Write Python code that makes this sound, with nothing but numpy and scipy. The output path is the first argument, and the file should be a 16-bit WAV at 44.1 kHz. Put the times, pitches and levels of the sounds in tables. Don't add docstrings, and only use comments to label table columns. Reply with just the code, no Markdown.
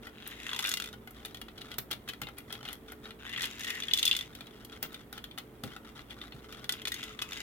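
import sys
import numpy as np
from scipy import signal
from scipy.fft import rfft, irfft
from scipy.io import wavfile
from scipy.ndimage import uniform_filter1d

SR = 44100
rng = np.random.default_rng(int(sys.argv[2]) if len(sys.argv) > 2 else 0)


def wav_record(signal):
    frames = np.transpose(np.atleast_2d(signal))
    bounded = np.clip(frames, -1, 1)
    quanta = np.round(bounded * 32767).astype(np.int16)
    wavfile.write(sys.argv[1], SR, quanta)


N = 327210
TIME = np.arange(N) / SR

# (frequency [Hz], level per Hz [dB])
AIR_SPECTRUM = [(15, -40), (25, -6.5), (229, -6), (335, -5.5), (439, -10), (863, -17.5), (962, -17.5),
                (2110, -24), (2690, -28.5), (4030, -34.5), (5280, -40.5), (16000, -30.5)]
# (frequency [Hz], likeness [0-1])
AIR_LIKENESS = [(60, 0.93), (250, 0.87), (500, 0.72), (1500, 0.039), (12000, 0.04)]
# (frequency [Hz], level [dB])
HUM_TONES = [(58.3, -64), (119.5, -64), (220.7, -64), (240, -66), (289, -65.5), (380, -70), (436, -64)]
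# (frequency [Hz], relative level per Hz [dB])
WALL_COLOUR = [(200, 12.5), (3500, 3.5), (8000, 0.5), (16000, 6.5)]

# (time [s], starting gain [dB])
TABLE_BUMPS = [(1.782, -53), (1.912, -49.5), (2.217, -50.5), (4.827, -52.5), (5.634, -42.5), (6.343, -55)]
# (frequency [Hz], relative level per Hz [dB])
BASE_COLOUR = [(30, -35), (60, -17), (100, 5.5), (230, 0), (450, -5.5), (800, -16.5), (1500, -30)]

# (start [s], length [s], gain [dB])
SCREW_RUBS = [(0.023, 0.08, -54), (0.926, 0.033, -50.5), (1.135, 0.21, -58.5), (1.549, 0.22, -55),
              (1.903, 0.037, -45), (2.075, 0.029, -42.5), (2.368, 0.046, -51.5), (2.476, 0.14, -54),
              (2.593, 0.18, -50), (2.876, 0.064, -54.5), (3.031, 0.075, -56.5), (4.26, 0.41, -62),
              (4.689, 0.097, -55), (4.821, 0.049, -48), (4.887, 0.14, -58.5), (5.12, 0.071, -56),
              (5.646, 0.12, -55.5), (5.845, 0.06, -53), (5.944, 0.081, -55), (6.083, 0.065, -52.5),
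              (6.163, 0.13, -55), (6.303, 0.3, -58.5), (6.503, 0.16, -54.5)]
# (time [s], strength [dB], low ring [dB], treble [dB])
SCREW_CLICKS = [(0.069, -40, -4, -12), (0.264, -38.5, -12, -23), (0.275, -49, -10, -2.5),
                (0.928, -39.5, -24, -11.5), (1.073, -42, -4.5, -11), (1.108, -57, -1, -3.5),
                (1.249, -29, -18.5, -14.5), (1.256, -42, -15, -6), (1.345, -32.5, -18, -13.5),
                (1.37, -37.5, -23, -15), (1.414, -31.5, -15, -13.5), (1.483, -38, -12.5, -21),
                (1.579, -35.5, -29, -17.5), (1.615, -32, -39, -18), (1.715, -31.5, -20, -18),
                (1.74, -36.5, -19, -16), (1.783, -30.5, -10, -6), (1.785, -34, -10, -5.5),
                (1.911, -24, -18, -12.5), (1.916, -23.5, -27.5, -16), (1.928, -28, -23, -14.5),
                (2.077, -41, -8, -14), (2.087, -27, -25, -14), (2.093, -29.5, -35, -15),
                (2.134, -35.5, -11, -15.5), (2.216, -30.5, -8, -9), (2.233, -30.5, -24, -25),
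                (2.269, -31.5, -17, -25), (2.286, -41, -4, -12.5), (2.383, -42, -7, -5.5),
                (2.503, -34, -16.5, -27), (2.525, -26.5, -20, -12), (2.552, -36, -14, -22),
                (2.651, -31, -18, -22), (2.677, -32, -32, -24), (2.686, -26.5, -18, -21),
                (2.729, -40.5, -12, -5.5), (2.92, -52, 6, -4), (3.054, -34.5, -14, -22),
                (3.106, -35, -15, -21), (4.35, -36, -22, -11.5), (4.407, -33, -18, -19),
                (4.468, -39, -20, -17), (4.648, -41, -30, -7.5), (4.725, -36.5, -21, -21),
                (4.827, -28, -12.5, -6.5), (4.928, -50, -18, -7), (4.943, -30.5, -21, -17),
                (5.127, -36.5, -10, -8.5), (5.178, -31.5, -14.5, -18), (5.24, -29.5, -20.5, -17),
                (5.311, -36, -25, -25), (5.376, -32.5, -12.5, -18), (5.383, -28.5, -16, -12.5),
                (5.636, -31, -12, -11.5), (5.763, -38, -5, -14), (5.991, -38.5, -10, -22),
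                (6.106, -31.5, -29, -23), (6.214, -29.5, -21, -27), (6.321, -36, -17, -28),
                (6.524, -37, -19, -12), (6.642, -33.5, -15.5, -14.5)]
# (frequency [Hz], relative level [dB], time to fade by 60 dB [s])
TOWER_TONES = [(788, 6, 0.027), (1243, 6.5, 0.024), (1400, 10.5, 0.027), (1962, 9.5, 0.033),
               (2394, -1.5, 0.061), (2970, 5.5, 0.038), (3418, 15, 0.027), (3960, -1.5, 0.05)]
# (frequency [Hz], relative level per Hz [dB])
TOWER_CROWD = [(400, 0), (900, -10), (1400, 4), (2300, -4), (3400, 0), (5300, -1), (8000, -6.5),
               (11000, -2.5), (15700, -6), (16600, -44)]

# (time [s], strength [dB], treble [dB])
WALL_KNOCKS = [(0.491, -25, -31), (0.513, -27, -24), (0.531, -21.5, -20.5), (0.545, -30, -20),
               (0.562, -27.5, -12), (0.578, -35, -18), (0.59, -20, -13.5), (0.604, -32, -9),
               (0.625, -32.5, -5), (0.641, -23, -11), (0.649, -20, -31), (0.659, -27, -6.5),
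               (0.671, -28, -6), (0.68, -23.5, -18), (0.691, -31.5, 2), (0.709, -27, -14),
               (0.715, -24, -7.5), (0.725, -32, -9), (0.738, -21.5, -7.5), (0.771, -24.5, -11.5),
               (3.293, -32.5, -15.5), (3.327, -32, -19), (3.334, -29, -22), (3.361, -25, -36),
               (3.376, -27.5, -21), (3.407, -24, -19), (3.419, -26.5, -9), (3.429, -26, -13),
               (3.435, -22.5, -18), (3.44, -23, -17), (3.446, -30, -19), (3.454, -25.5, -9.5),
               (3.594, -36.5, -8), (3.608, -39, -5), (3.624, -36, -12), (3.634, -32, -10),
               (3.646, -27, -12.5), (3.668, -30, -21), (3.702, -25.5, -11), (3.751, -34, -12.5),
               (3.77, -39, -15), (3.822, -22.5, -26), (3.834, -25, -20), (3.883, -21, -21.5),
               (3.911, -20, -35), (3.935, -9, -15), (3.966, -29, -16), (3.974, -21, -9), (3.986, -19, -15),
               (3.993, -18.5, -12.5), (4.016, -34, -16), (4.028, -13.5, -16.5), (4.053, -17, -6),
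               (4.065, -16, -26), (4.077, -11, -16.5), (4.112, -10, -26), (4.128, -17.5, -24),
               (4.15, -21, -21), (4.165, -21.5, -10), (4.189, -22.5, -18), (4.209, -22.5, -19.5),
               (6.692, -15.5, -16), (6.722, -29, -3.5), (6.737, -29, -26), (6.817, -31, -17),
               (6.853, -23, -16), (6.872, -22.5, -15), (6.88, -27, -9), (6.919, -25.5, -9.5),
               (6.941, -31, -5.5), (7.029, -26.5, -19), (7.037, -32, -7), (7.19, -26, -23.5),
               (7.216, -28, -16), (7.22, -22, -12.5), (7.32, -27, -18)]
# (time [s], rolling gain [dB], note [Hz], relative strength of the note [dB])
BALL_RUNS = [
    [(.12, -65, 1850, 5), (.18, -50.5, 1430, -9), (.37, -52, 1970, -4), (.47, -51.5, 1880, 2.5),
     (.53, -46, 1000, 3), (.6, -44.5, 870, 6.5), (.65, -49, 1550, 9), (.69, -43.5, 1550, 2),
     (.73, -61, 1320, 5.5), (.8, -80, 1360, 6), (.91, -73, 1410, 6)],
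    [(3.19, -51, 1500, 3.5), (3.25, -47.5, 1540, -2), (3.32, -47.5, 1980, 5.5), (3.44, -39.5, 1860, -2),
     (3.49, -51.5, 1540, -12), (3.62, -45.5, 1890, -7), (3.7, -47, 1960, 10.5), (3.78, -49, 1910, 7.5),
     (3.82, -50, 1740, -13), (3.89, -47.5, 1830, 9), (3.93, -48, 1890, -15), (4.1, -44, 2090, -16),
     (4.28, -63, 2130, -11.5)],
    [(6.69, -64, 1460, 3), (6.78, -48.5, 1310, -2), (6.85, -72, 1690, -13), (6.94, -55, 2040, 12.5),
     (7.0, -48, 2010, -20), (7.04, -49.5, 1380, -8), (7.11, -49, 1290, 3), (7.175, -66.5, 1170, 6),
     (7.23, -53, 1130, 8), (7.29, -57.5, 1140, 0), (7.34, -47, 1650, -10), (7.42, -50.5, 1710, -7)],
]
# (relative level of the rattle [dB], relative level of the highest ticks [dB])
RUN_COLOURS = [(1.5, -2.5), (0, -4), (0.5, -4.5)]
# (from [s], to [s])
IN_CHANNEL = (3.8, 4.3)
# (frequency [Hz], relative level [dB], time to fade by 60 dB [s])
TRACK_TONES = [(830, -9, 0.015), (1496, 9, 0.0065), (2000, 1, 0.048), (2480, -4, 0.053), (2864, 5, 0.036),
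               (3000, 3, 0.043), (3315, 8.5, 0.03), (3452, 17, 0.029), (3613, 9, 0.022), (5500, 2, 0.0192),
               (6510, 3, 0.02)]
# (frequency [Hz], relative level per Hz [dB])
TRACK_CROWD = [(400, -16), (900, -22), (1400, -9), (2300, -10.5), (3400, -1.5), (4600, -5), (6400, -8),
               (7800, -10.5), (12500, -10.5), (15700, -16.5), (16600, -49)]

# (frequency [Hz], phase by which the left leads [radians])
LEFT_LEAD_CURVE = [(500, .1), (1850, 1.59), (3500, 1.11), (5000, 3.1), (16000, 7.5)]
# (lowest frequency [Hz], highest frequency [Hz])
CONTACT_RANGES = [(350, 2400), (2400, 4400), (4400, 17000)]

RING_SAMPLES, ATTACK_SAMPLES = 3072, 353

REBOUND_S, REBOUND_LOSS_DB, REBOUND_DULL_DB = .008, 10.5, 5

SETTLE_S, SETTLE_GAP_S, SETTLE_SHRINK = .7995, .0215, .9
SETTLE_DB, SETTLE_LOSS_DB, SETTLE_SNAP_DB = -25, 2.5, -12.5

SLOW_TREBLE_DB, GATHER_S = -6, 0.24
SLOW_RIDGES_PER_S, FAST_RIDGES_PER_S = 140, 420
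JOLT_DB, JOLTS_PER_S = 2.0, 45
OVERTONE_RATIO, OVERTONE_DB = 1.5, -7
CHANNEL_BODY_DB, TRACK_BODY_DB = -45.5, -34.5


def from_db(db):
    return 10 ** (np.asarray(db) / 20)


def rms_one(x):
    return x / np.sqrt(np.mean(x ** 2) + 1e-20)


def in_time(rows):
    s, *columns = np.transpose(rows)
    return [np.interp(TIME, s, column) for column in columns]


def at_hz(points, hz):
    known_hz, values = np.transpose(points)
    return np.interp(np.log(hz + 0.0011), np.log(known_hz), values)


def band(x, edges):
    return signal.sosfilt(signal.butter(4, edges, "band", fs=SR, output="sos"), x)


def resonate(x, hz, sharpness):
    b, a = signal.iirpeak(hz, sharpness, fs=SR)
    return signal.lfilter(b, a, x)


def coloured(spectrum, shape):
    hz = np.fft.rfftfreq(shape[-1], 1 / SR)
    noise = rfft(rng.standard_normal(shape))
    return rms_one(irfft(noise * from_db(at_hz(spectrum, hz)), shape[-1]))


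def drift(rate):
    points = rng.standard_normal(2000)
    return rms_one(np.interp(TIME * rate, np.arange(len(points)), points))


def pan(left_db):
    return from_db(np.array([[left_db], [-left_db]]) / 2)


def plastic(tones, crowd_colour, crowd_db, crowd_t60, rise_s, vary_db, detune, count, diffuse_hz=4000):
    t = np.arange(RING_SAMPLES) / SR
    hz, level_db, t60 = np.transpose(tones)
    spot_hz = hz * np.exp(detune * rng.standard_normal((count, len(hz))))
    fading = from_db(level_db[:, None] - 60 * t / t60[:, None])
    rings = np.exp(2j * np.pi * spot_hz[..., None] * t) * fading
    strength = from_db(vary_db * rng.standard_normal((count, 1, len(hz))))

    phase = rng.uniform(0, 2 * np.pi, (count, 1, len(hz)))
    phase = phase + (hz / diffuse_hz) ** 2 * rng.standard_normal((count, 2, len(hz)))
    phase[:, 1] -= at_hz(LEFT_LEAD_CURVE, hz)
    clear_tones = ((strength * np.exp(1j * phase)) @ rings).imag

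    bins_hz = np.fft.rfftfreq(RING_SAMPLES, 1 / SR)
    alike = np.exp(-(bins_hz / diffuse_hz) ** 2 / 2)
    left, other = rfft(coloured(crowd_colour, (2, count, RING_SAMPLES)))
    delayed_left = left * np.exp(-1j * at_hz(LEFT_LEAD_CURVE, bins_hz))
    right = alike * delayed_left + np.sqrt(1 - alike ** 2) * other
    crowd = irfft(np.stack([left, right], axis=1)) * from_db(crowd_db - 60 * t / crowd_t60)
    return (clear_tones + crowd) * (1 - np.exp(-t / rise_s))


def strike(contacts, responses, left_db, ring_db, treble_db):
    out = np.zeros((2, N + RING_SAMPLES))
    times, strength_db, body_db, snap_db = np.transpose(contacts)
    levels = strength_db + body_db, strength_db + ring_db, strength_db + snap_db + treble_db
    hits = 0
    for edges, level_db, side_db in zip(CONTACT_RANGES, levels, left_db):
        part = band(responses, edges)
        attack = np.sqrt(np.mean(part[..., :ATTACK_SAMPLES] ** 2, axis=(1, 2)))
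        hits = hits + part * (from_db(level_db) / attack)[:, None, None] * pan(side_db)
    for s, hit in zip(times, hits):
        start = int(s * SR)
        out[:, start:start + RING_SAMPLES] += hit
    return out[:, :N]


def chatter(responses, per_s, uneven, spread_db):
    responses = responses / responses.std(axis=(1, 2), keepdims=True)
    rate = per_s * np.ones(N)
    draws = rng.standard_normal((12000, 2))
    steps = np.cumsum(np.exp(uneven * draws[:, 0]))
    at = np.searchsorted(np.cumsum(rate) / SR, steps)
    sizes = from_db(spread_db * np.clip(draws[:, 1], -2, 2))
    spots = rng.integers(0, len(responses), len(at))
    out = np.zeros((2, N + RING_SAMPLES))
    for start, size, spot in zip(at[at < N], sizes, spots):
        out[:, start:start + RING_SAMPLES] += size / np.sqrt(rate[start]) * responses[spot]
    return rms_one(out[:, :N])


def background(air_db=-54.5, waver=0.43, wander=1.6):
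    alike = np.clip(at_hz(AIR_LIKENESS, np.fft.rfftfreq(N, 1 / SR)), 0, 1)
    mid, side = rfft(coloured(AIR_SPECTRUM, (2, N)))
    both_sides = np.sqrt(1 + alike) * mid + np.sqrt(1 - alike) * side * [[1], [-1]]
    air = rms_one(band(irfft(both_sides, N), (32, 16000)))
    hum = np.zeros(N)
    for hz, level_db in HUM_TONES:
        loudness = from_db(level_db) * np.sqrt(2) * (1 + waver * drift(11))
        hum += loudness * np.sin(2 * np.pi * hz * TIME + wander * drift(12))
    return (from_db(air_db) * air + hum) * pan(-1.45)


def room(x, wet_db=-9, t60=0.17, first_s=0.006):
    t = np.arange(SR // 2) / SR
    tail = coloured(WALL_COLOUR, (2, len(t))) * from_db(-60 * t / t60) * (t > first_s)
    tail = tail / np.sqrt(np.sum(tail ** 2, axis=1, keepdims=True))
    return from_db(wet_db) * signal.fftconvolve(x, tail, axes=1)[:, :N]


def bumps(thud_hz=112, t60=0.16, rise_s=0.001, body_db=6.0):
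    out = np.zeros(N)
    t = np.arange(4 * RING_SAMPLES) / SR
    for s, level_db in TABLE_BUMPS:
        thud = np.sin(2 * np.pi * thud_hz * t) + from_db(body_db) * coloured(BASE_COLOUR, t.shape)
        start = int(s * SR)
        out[start:start + len(t)] += from_db(level_db - 60 * t / t60) * thud * (1 - np.exp(-t / rise_s))
    return out


def rubbing(fade_share=0.11):
    gain = np.zeros(N)
    for start, length, level_db in SCREW_RUBS:
        part = (TIME - start) / length
        gain += from_db(level_db) * np.clip(np.minimum(part, 1 - part) / fade_share, 0, 1)
    return gain


def rebounds(count=2):
    delays = np.cumsum(REBOUND_S * rng.uniform(.5, 1.5, (len(SCREW_CLICKS), count)), axis=1)
    rows = []
    for (s, strength_db, body_db, snap_db), row in zip(SCREW_CLICKS, delays):
        for k, delay in enumerate(row, 1):
            softer_db = strength_db - REBOUND_LOSS_DB * k
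            rows.append((s + delay, softer_db, body_db, snap_db - REBOUND_DULL_DB))
    return rows


def pings(soft_hz=12000, hard_hz=15300, soft_db=-46, hard_db=-32, width_hz=1700, t60=0.027,
          level_db=18.0, snap_share=2.6):
    out = np.zeros((2, N + RING_SAMPLES))
    t = np.arange(RING_SAMPLES) / SR
    for s, strength_db, _, snap_db in SCREW_CLICKS:
        treble_db = strength_db + snap_db
        hz = np.interp(treble_db, [soft_db, hard_db], [soft_hz, hard_hz])
        burst = rng.standard_normal((2, RING_SAMPLES)) * from_db(-60 * t / t60)
        ping = resonate(burst, hz, hz / width_hz)
        gain = from_db(treble_db + level_db + snap_share * snap_db)
        start = int(s * SR)
        out[:, start:start + RING_SAMPLES] += gain * ping / ping[:, :ATTACK_SAMPLES].std()
    return out[:, :N]


def knob(idle_db=-68):
    contacts = list(SCREW_CLICKS) + rebounds()
    snaps = plastic(TOWER_TONES, TOWER_CROWD, crowd_db=15.5, crowd_t60=0.027, rise_s=0.00085,
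                    vary_db=3.5, detune=0.048, count=len(contacts))
    slips = plastic(TOWER_TONES, TOWER_CROWD, crowd_db=20.0, crowd_t60=0.017, rise_s=0.0009,
                    vary_db=4.0, detune=0.061, count=40)
    scrape = chatter(slips, per_s=230, uneven=.6, spread_db=3.5)
    scrape = rms_one(signal.sosfilt(signal.butter(1, 4200, fs=SR, output="sos"), scrape))
    sliding = rubbing() + from_db(idle_db)
    clicks = strike(contacts, snaps, left_db=(3.5, 2.8, 1.5), ring_db=-11.5, treble_db=-2.2)
    return clicks + pings() * pan(1.2) + sliding * scrape * pan(2.6)


def rolling_controls():
    gain, note_db, age_s = np.zeros(N), np.zeros(N), np.zeros(N)
    hz = np.full(N, float(BALL_RUNS[0][0][2]))
    for run in BALL_RUNS:
        on = (TIME >= run[0][0]) & (TIME <= run[-1][0])
        level_db, hz[on], note_db[on] = (column[on] for column in in_time(run))
        gain[on] = from_db(level_db)
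        age_s[on] = TIME[on] - run[0][0]
    return gain, hz, note_db, age_s


def hollow(x, width_hz, ratio=1):
    _, hz, note_db, _ = rolling_controls()
    r = np.exp(-np.pi * width_hz / SR)
    feed = np.array([1, 0, -1]) * (1 - r * r) / 2
    out, state = np.zeros((2, N)), np.zeros((2, 2))
    for i in range(0, N, 256):
        block = slice(i, i + 256)
        poles = [1, -2 * r * np.cos(2 * np.pi * ratio * hz[i] / SR), r * r]
        out[:, block], state = signal.lfilter(feed, poles, x[:, block] + 1e-18, zi=state)
    return out * from_db(note_db)


def lull(knocks, lead_s, depth_db):
    quiet = np.zeros(N)
    for s, *_ in knocks:
        first = max(int((s - lead_s) * SR), 0)
        quiet[first:int(s * SR) + ATTACK_SAMPLES // 2] = 1
    return from_db(depth_db * uniform_filter1d(quiet, ATTACK_SAMPLES // 2))


def ball_rolling(shell_hz=2020, shell_db=-9):
    gain, _, _, age_s = rolling_controls()
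    slow = np.exp(-(age_s / GATHER_S) ** 2)
    run = np.searchsorted([points[-1][0] for points in BALL_RUNS[:-1]], TIME)
    rattle_db, top_db = np.array(RUN_COLOURS)[run].T

    dry_taps = plastic(TRACK_TONES, TRACK_CROWD, crowd_db=28.5, crowd_t60=0.0056, rise_s=0.00004,
                       vary_db=5, detune=0.068, count=40)
    ringing_taps = plastic(TRACK_TONES, TRACK_CROWD, crowd_db=16.0, crowd_t60=0.023, rise_s=0.00004,
                           vary_db=3, detune=0.065, count=40)
    ridges_per_s = SLOW_RIDGES_PER_S * slow + FAST_RIDGES_PER_S * (1 - slow)
    ridges = chatter(dry_taps, per_s=ridges_per_s, uneven=0.13, spread_db=3.5)
    skips = chatter(ringing_taps, per_s=100, uneven=.2, spread_db=6.0) * (1 - slow)

    drumming = ridges + from_db(-0.5) * skips
    body = rms_one(band(drumming, (700, 2700)))
    note = rms_one(hollow(body, width_hz=150))
    overtone = rms_one(hollow(drumming, width_hz=70, ratio=OVERTONE_RATIO))
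    shell = rms_one(resonate(drumming, shell_hz, 16)) * (1 - slow)
    rumble = from_db(-4.0) * (note + from_db(OVERTONE_DB) * overtone)
    rumble = rumble + from_db(-2.5) * body + from_db(shell_db) * shell

    rattle = rms_one(band(drumming, (2600, 3950))) * from_db(rattle_db)
    bright = skips + from_db(-6.5) * ridges
    top_ticks = from_db(top_db) * rms_one(band(bright, (7400, 16000)))
    ticks = rms_one(band(bright, (4400, 7300))) + top_ticks
    treble = ticks * from_db(SLOW_TREBLE_DB * slow)

    jolts = from_db(JOLT_DB * drift(JOLTS_PER_S))
    mix = rumble * pan(2.6) + from_db(-3.0) * rattle * pan(4.3) + from_db(-8.0) * treble * pan(0.63)
    return gain * jolts * mix


def settling(count=6):
    k = np.arange(count)
    gaps = SETTLE_GAP_S * SETTLE_SHRINK ** k
    times = SETTLE_S + np.cumsum(gaps) - gaps
    levels_db = SETTLE_DB - SETTLE_LOSS_DB * k
    return [(s, level_db, SETTLE_SNAP_DB) for s, level_db in zip(times, levels_db)]


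def ball_knocks(body_db=-16.5):
    times, strength_db, snap_db = np.transpose(list(WALL_KNOCKS) + settling())
    in_channel = (times > IN_CHANNEL[0]) & (times < IN_CHANNEL[1])
    most_body_db = np.where(in_channel, CHANNEL_BODY_DB, TRACK_BODY_DB)
    limited_body_db = np.minimum(body_db, most_body_db - strength_db)
    contacts = np.transpose([times, strength_db, limited_body_db, snap_db])
    taps = plastic(TRACK_TONES, TRACK_CROWD, crowd_db=11.5, crowd_t60=0.033, rise_s=0.00037,
                   vary_db=4.0, detune=0.027, count=len(contacts))
    knocks = strike(contacts, taps, left_db=(4, 2.5, .7), ring_db=-11, treble_db=-1.5)
    return knocks + from_db(-1.0) * hollow(knocks, width_hz=130)


def scene():
    rolling = ball_rolling() * lull(WALL_KNOCKS, lead_s=0.0058, depth_db=-7.5)
    toy = ball_knocks() + rolling + knob() + bumps()
    return toy + room(toy) + background()


def record(dry):
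    return signal.sosfilt(signal.ellip(10, .1, 80, 16500, fs=SR, output="sos"), dry)


dry = scene()
out = record(dry)
wav_record(out)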